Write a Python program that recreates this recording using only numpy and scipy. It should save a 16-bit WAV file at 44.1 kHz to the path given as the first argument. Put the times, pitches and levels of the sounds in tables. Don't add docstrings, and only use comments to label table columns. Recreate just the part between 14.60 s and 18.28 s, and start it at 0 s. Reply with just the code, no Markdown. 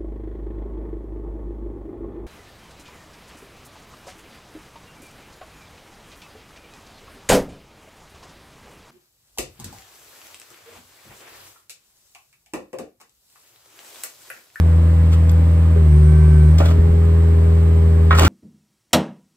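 import sys
import numpy as np
from scipy import signal
from scipy.fft import rfft, irfft, next_fast_len
from scipy.io import wavfile

SR = 44100
rng = np.random.default_rng(int(sys.argv[2]) if len(sys.argv) > 2 else 0)


def bounce(signal):
    frames = np.transpose(np.atleast_2d(signal))
    limited = np.clip(frames, -1, 1)
    pcm = np.round(limited * 32767).astype(np.int16)
    wavfile.write(sys.argv[1], SR, pcm)


N = 162288
TIME = np.arange(N) / SR
SIZE = next_fast_len(N + 8192)
FREQS = np.maximum(np.arange(SIZE // 2 + 1) * SR / SIZE, 1)

# time in seconds, firings per second in Hz.
FIRING_RATE = [(0, 81.62), (1.16, 81.93), (1.31, 75.26), (1.58, 77.36), (1.89, 76.46), (2.0, 82),
               (2.2, 81.9), (3.68, 81.35)]
# time in seconds, share from 0 to 1.
HYDRAULIC_LOAD = [(1.16, 0.08), (1.33, 0.79), (1.9, 0.88), (2.03, 0.09)]
# multiple of the firing rate, level in dB running free, level in dB under load.
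EXHAUST_LINES = [(1, -12, -9), (2, -24.5, -13.5), (3, -40, -35.5)]
# multiple of the firing rate, dB running free, dB under load.
BLOCK_LINES = [(1.25, -37.5, -55), (1.5, -37.5, -47.5), (1.75, -39.5, -45), (2.5, -53.5, -50.5),
               (3.5, -37.5, -40), (6, -38.5, -47.5), (7, -46.5, -48), (15, -53.5, -58.5)]
# frequency in Hz, level in dB per Hz.
CLATTER_SPECTRUM = [(25, -67.5), (60, -54), (290, -59), (400, -63.5), (520, -65.5), (720, -66.5),
                    (1250, -73.5), (3000, -83.5), (3700, -89), (13000, -106)]
CYLINDER_LEVELS = [0.029, -0.42, 0.21, -0.93]
# time in seconds, level in dB.
PUMP_LEVEL = [(1.14, -48.5), (1.17, -29), (1.28, -34.5), (1.37, -30), (1.88, -30), (1.96, -47.5),
              (2.07, -38.5), (2.14, -30)]
# multiple of the pump tone, level in dB.
PUMP_OVERTONES = [(2, -48.5), (3, -49.5), (4, -45), (6, -53)]
# time in seconds, share from 0 to 1.
PRESSURE_SHARE = [(1.44, 0.04), (1.49, 0.88), (1.86, 0.84), (1.92, 0.05)]
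# frequency in Hz, level in dB per Hz.
VALVE_SPECTRUM = [(3000, -100), (5600, -89.5), (7400, -99), (8600, -77.5), (9800, -104), (15000, -108)]
# time in seconds, level in dB.
WHISTLE_LEVEL = [(0, -61.5), (1.15, -64), (1.3, -84.5), (2.2, -67), (2.6, -68.5)]
# start in seconds,
# thud pitch in Hz, thud level in dB, woody ring in dB, splinters in dB, decay in seconds.
CRACKS_AND_THUMP = [(0.692, 690, -48.5, -60.5, -33, 0.0057), (1.159, 457, -25.5, -48, -60, 0.023),
                    (1.982, 904, -38.5, -36, -27, .011), (2, 618, -16.5, -26.5, -34, 0.022),
                    (2.056, 1321, -40, -39.5, -27, 0.0054), (3.5065, 1290, -15, -14, -54, .016),
                    (3.525, 1890, -24, -20, -47, 0.01), (3.547, 1306, -26.5, -45, -30.5, 0.037),
                    (3.5834, 900, -14, -17.5, -21, .012), (3.5933, 3680, -27.5, -32.5, -12, .003),
                    (3.606, 590, -15.5, -32, -24.5, .006), (3.619, 654, -13.5, -19, -22.5, 0.0076),
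                    (3.631, 870, -13.5, -18.5, -21.5, 0.0077), (3.646, 328, -14.5, -16.5, -19, .012),
                    (3.666, 1060, -17.5, -22, -29.5, 0.019)]
# start in seconds, length in seconds, thud pitch in Hz, thud level in dB,
# woody ring in dB, splinters in dB.
FIBRE_TEARS = [(0.511, .045, 600, -45, -43.5, -37.5), (2.01, 0.14, 666, -34.5, -35.5, -38.5),
               (3.565, 0.039, 793, -40.5, -28, -29), (3.595, 0.1, 395, -24, -25, -30)]
# frequency in Hz, relative level in dB.
WOOD_SPECTRUM = [(300, -14.5), (900, -12), (1150, -3), (1500, -4.5), (1680, -13), (2300, -10.5),
                 (2700, -20), (3700, -18.5), (5000, -39), (12000, -58.5)]
# frequency in Hz, relative level in dB.
SPLINTER_SPECTRUM = [(800, -5), (3000, 12), (5800, 3.5), (8000, 2), (10500, -5.5), (15000, -3.5)]
# frequency in Hz, relative level in dB, 60 dB decay in seconds.
BEAM_MODES = [(1222, -2, .2), (1301, 1.5, .25), (1389, 0, .13), (1486, -2.5, .14), (1873, -5, .14),
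              (2326, -8, .13)]
# start in seconds, level in dB of the click that rings.
STONE_TICKS = [(.7175, -24), (3.452, -39)]
# frequency in Hz, level in dB per Hz.
FAN_SPECTRUM = [(100, -71.5), (2400, -83), (4200, -88.5), (6500, -97.5), (8400, -86.5), (10000, -101),
                (13000, -96), (15500, -103)]
# start in seconds, length in seconds, level in dB.
WIND_PUFFS = [(2.14, 0.079, -20.5), (2.229, .19, -22)]
# frequency in Hz, relative level in dB.
WIND_SPECTRUM = [(20, -16), (50, 2), (280, -12), (1000, -73)]
# frequency in Hz, phase in radians by which the left leads.
PAIR_PHASE = [(80, -.06), (160, -.17), (260, -.35), (450, -1.45), (1250, -1.5), (1650, -.2), (2200, .9),
              (2700, 2.5), (5000, 2.1), (6200, 3.3), (10000, 9.4), (15500, 16.8)]
# frequency in Hz, left minus right in dB.
PAIR_BALANCE = [(80, .5), (200, 1), (370, 3), (560, -3.5), (1000, -5), (1700, -.7), (8000, .6)]
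# frequency in Hz, level in dB against the direct sound.
SCATTER_LEVEL = [(100, -57), (350, -8), (700, 1.5), (2500, 5.5), (8000, 0)]

EXHAUST_WAVER, BLOCK_WAVER, WAVER_HZ = .015, .25, 5
REPEATING = .35
KNOCK_DECAY, KNOCK_FLOOR, KNOCK_TOP_HZ = .3, .4, 1300
PUMP_ORDER, PUMP_FLUTTER_RAD = 5, .04
WHISTLE_HZ, WHISTLE_WIDTH_HZ = 8700, 58
FIBRES_PER_S, FIBRE_SPREAD_DB = 8000, 3
CRACK_ATTACK_S, SNAP_S = .0025, .00005
THUD_CYCLES = 5.8
RAGGED_DB, RAGGED_HZ = 2.5, 50
BEAM_DB = -6.5
TICK_HZ, TICK_T60_S = 12500, .002
FAN_DIFFUSE = .35
LOG_SCATTER_DB, SCATTER_DECAY_S = -11, .035
CUTOFF_HZ = 15800


def from_db(db):
    return 10 ** (np.asarray(db) / 20)


def rms_one(x):
    return x / np.sqrt(np.mean(x ** 2) + 1e-20)


def in_time(rows):
    return np.interp(TIME, *np.transpose(rows))


def over_hz(points):
    hz, value = np.transpose(points)
    return np.interp(np.log(FREQS), np.log(hz), value)


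def colour(x, points, keep_power=False):
    gain = from_db(over_hz(points))
    gain = rms_one(gain) if keep_power else gain * np.sqrt(SR / 2)
    cepstrum = irfft(np.log(gain))[:SIZE // 2]
    cepstrum[1:] *= 2
    response = np.exp(rfft(cepstrum, SIZE))
    return irfft(rfft(x, SIZE) * response)[:N]


def drift(rate_hz):
    spectrum = rfft(rng.standard_normal(SIZE)) / (1 + (FREQS / rate_hz) ** 2)
    return rms_one(irfft(spectrum)[:N])


def ring(x, hz, t60):
    radius, turn = from_db(-60 / (t60 * SR)), 2 * np.pi * hz / SR
    feedback = [1, -2 * radius * np.cos(turn), radius ** 2]
    return signal.lfilter([0, np.sin(turn)], feedback, x + 1e-18)


def swell(start, length):
    return np.sin(np.pi * np.clip((TIME - start) / length, 0, 1))


def engine_lines(firings, load):
    out = np.zeros(N)
    for multiple, free_db, load_db in EXHAUST_LINES:
        level = from_db(free_db + (load_db - free_db) * load)
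        waver = 1 + EXHAUST_WAVER * multiple * drift(WAVER_HZ)
        out -= level * waver * np.cos(2 * np.pi * multiple * firings)
    for multiple, free_db, load_db in BLOCK_LINES:
        angle = 2 * np.pi * (multiple * firings + rng.random())
        level = from_db(free_db + (load_db - free_db) * load)
        waver = BLOCK_WAVER * drift(WAVER_HZ) * np.cos(angle + 1)
        out += level * (np.cos(angle) + waver)
    return np.sqrt(2) * out


def clatter(firings):
    count = len(CYLINDER_LEVELS)
    cycle_size = int(count * SR / FIRING_RATE[0][1])
    place_in_cycle = (firings / count % 1 * cycle_size).astype(int)
    alike = rng.standard_normal(cycle_size)[place_in_cycle]
    rattle = np.sqrt(REPEATING) * alike + np.sqrt(1 - REPEATING) * rng.standard_normal(N)
    strength = from_db(CYLINDER_LEVELS)[firings.astype(int) % count]
    knock = KNOCK_FLOOR + strength * np.exp(-(firings % 1) / KNOCK_DECAY)
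    lowpass = signal.butter(2, KNOCK_TOP_HZ, fs=SR, output="sos")
    highpass = signal.butter(2, KNOCK_TOP_HZ, "high", fs=SR, output="sos")
    low = signal.sosfilt(lowpass, rms_one(rattle * knock))
    high = signal.sosfilt(highpass, rng.standard_normal(N))
    return colour(low + high, CLATTER_SPECTRUM)


def pump(firings):
    angle = 2 * np.pi * PUMP_ORDER * firings + PUMP_FLUTTER_RAD * drift(RAGGED_HZ)
    hum = from_db(in_time(PUMP_LEVEL)) * np.cos(angle)
    whine = np.zeros(N)
    for multiple, db in PUMP_OVERTONES:
        whine += from_db(db) * np.cos(multiple * angle + 2 * np.pi * rng.random())
    return np.sqrt(2) * (hum + whine * in_time(PRESSURE_SHARE))


def valve(load):
    hiss = load * colour(rng.standard_normal(N), VALVE_SPECTRUM)
    t60 = np.log(1000) / np.pi / WHISTLE_WIDTH_HZ
    whistle = rms_one(ring(rng.standard_normal(N), WHISTLE_HZ, t60))
    return hiss + from_db(in_time(WHISTLE_LEVEL)) * whistle


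def fibres():
    sizes = from_db(FIBRE_SPREAD_DB * np.minimum(rng.exponential(1, N), 4))
    breaks = rng.random(N) < FIBRES_PER_S / SR
    return rms_one(sizes * rng.choice([-1, 1], N) * breaks)


def thud(x, hz):
    t60 = THUD_CYCLES / hz
    return ring(x, hz, t60) * np.sqrt(4 * np.log(1000) / (t60 * SR))


def splitting_log_and_thump():
    power, snaps = np.zeros((2, 2, N))
    thuds, grain = np.zeros(N), fibres()
    for start, hz, thud_db, *part_db, decay in CRACKS_AND_THUMP:
        age = np.maximum(TIME - start, 0)
        attack = np.minimum(age / CRACK_ATTACK_S, 1)
        shape = attack * np.exp(-np.maximum(age - CRACK_ATTACK_S, 0) / decay)
        snap = np.sqrt(SNAP_S * SR) * (np.arange(N) == int((start + CRACK_ATTACK_S) * SR))
        power += np.outer(from_db(part_db), shape) ** 2
        snaps += np.outer(from_db(part_db), snap)
        thuds += from_db(thud_db) * thud(snap + shape * grain, hz)
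    ragged = rms_one(from_db(RAGGED_DB * drift(RAGGED_HZ)))
    for start, length, hz, thud_db, *part_db in FIBRE_TEARS:
        shape = swell(start, length) * ragged
        power += np.outer(from_db(part_db), shape) ** 2
        thuds += from_db(thud_db) * thud(shape * grain, hz)
    wood_break, splinter_break = [snap + np.sqrt(p) * fibres() for snap, p in zip(snaps, power)]
    wood = colour(wood_break, WOOD_SPECTRUM, keep_power=True)
    splinters = colour(splinter_break, SPLINTER_SPECTRUM, keep_power=True)
    beam = sum(from_db(db) * rms_one(ring(wood, hz, t60)) for hz, db, t60 in BEAM_MODES)
    return thuds + wood + splinters + from_db(BEAM_DB) * wood.std() * rms_one(beam)


def stone_ticks():
    clicks = sum(from_db(db) * (np.arange(N) == int(start * SR)) for start, db in STONE_TICKS)
    return ring(clicks, TICK_HZ, TICK_T60_S)


def fan():
    direct, left, right = [colour(white, FAN_SPECTRUM) for white in rng.standard_normal((3, N))]
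    around = np.array([left, right])
    return np.sqrt(1 - FAN_DIFFUSE) * microphone_pair(direct) + np.sqrt(FAN_DIFFUSE) * around


def wind():
    level = sum(from_db(db) * swell(start, length) for start, length, db in WIND_PUFFS)
    return level * colour(rng.standard_normal(N), WIND_SPECTRUM, keep_power=True)


def microphone_pair(x, scatter_db=-np.inf):
    tail = rng.standard_normal((2, N)) * np.exp(-TIME / SCATTER_DECAY_S)
    tail /= np.sqrt(np.sum(tail ** 2, axis=1, keepdims=True))
    sides = np.array([[1], [-1]])
    scatter = from_db(over_hz(SCATTER_LEVEL) + scatter_db)
    direct = np.exp(.5j * sides * over_hz(PAIR_PHASE))
    paths = (direct + scatter * rfft(tail, SIZE)) / np.sqrt(1 + scatter ** 2)
    balance = from_db(sides * over_hz(PAIR_BALANCE) / 2)
    return irfft(rfft(x, SIZE) * paths * balance)[:, :N]


def scene():
    firings = np.cumsum(in_time(FIRING_RATE)) / SR
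    load = in_time(HYDRAULIC_LOAD)
    tones = microphone_pair(engine_lines(firings, load) + pump(firings))
    noises = microphone_pair(clatter(firings) + valve(load), 0)
    near = microphone_pair(splitting_log_and_thump() + stone_ticks(), LOG_SCATTER_DB)
    return tones + noises + near + fan() + wind()


def record(dry):
    lowpass = signal.ellip(12, .1, 90, CUTOFF_HZ, fs=SR, output="sos")
    return signal.sosfilt(lowpass, np.clip(dry, -.95, .95))


dry = scene()
out = record(dry)
bounce(out)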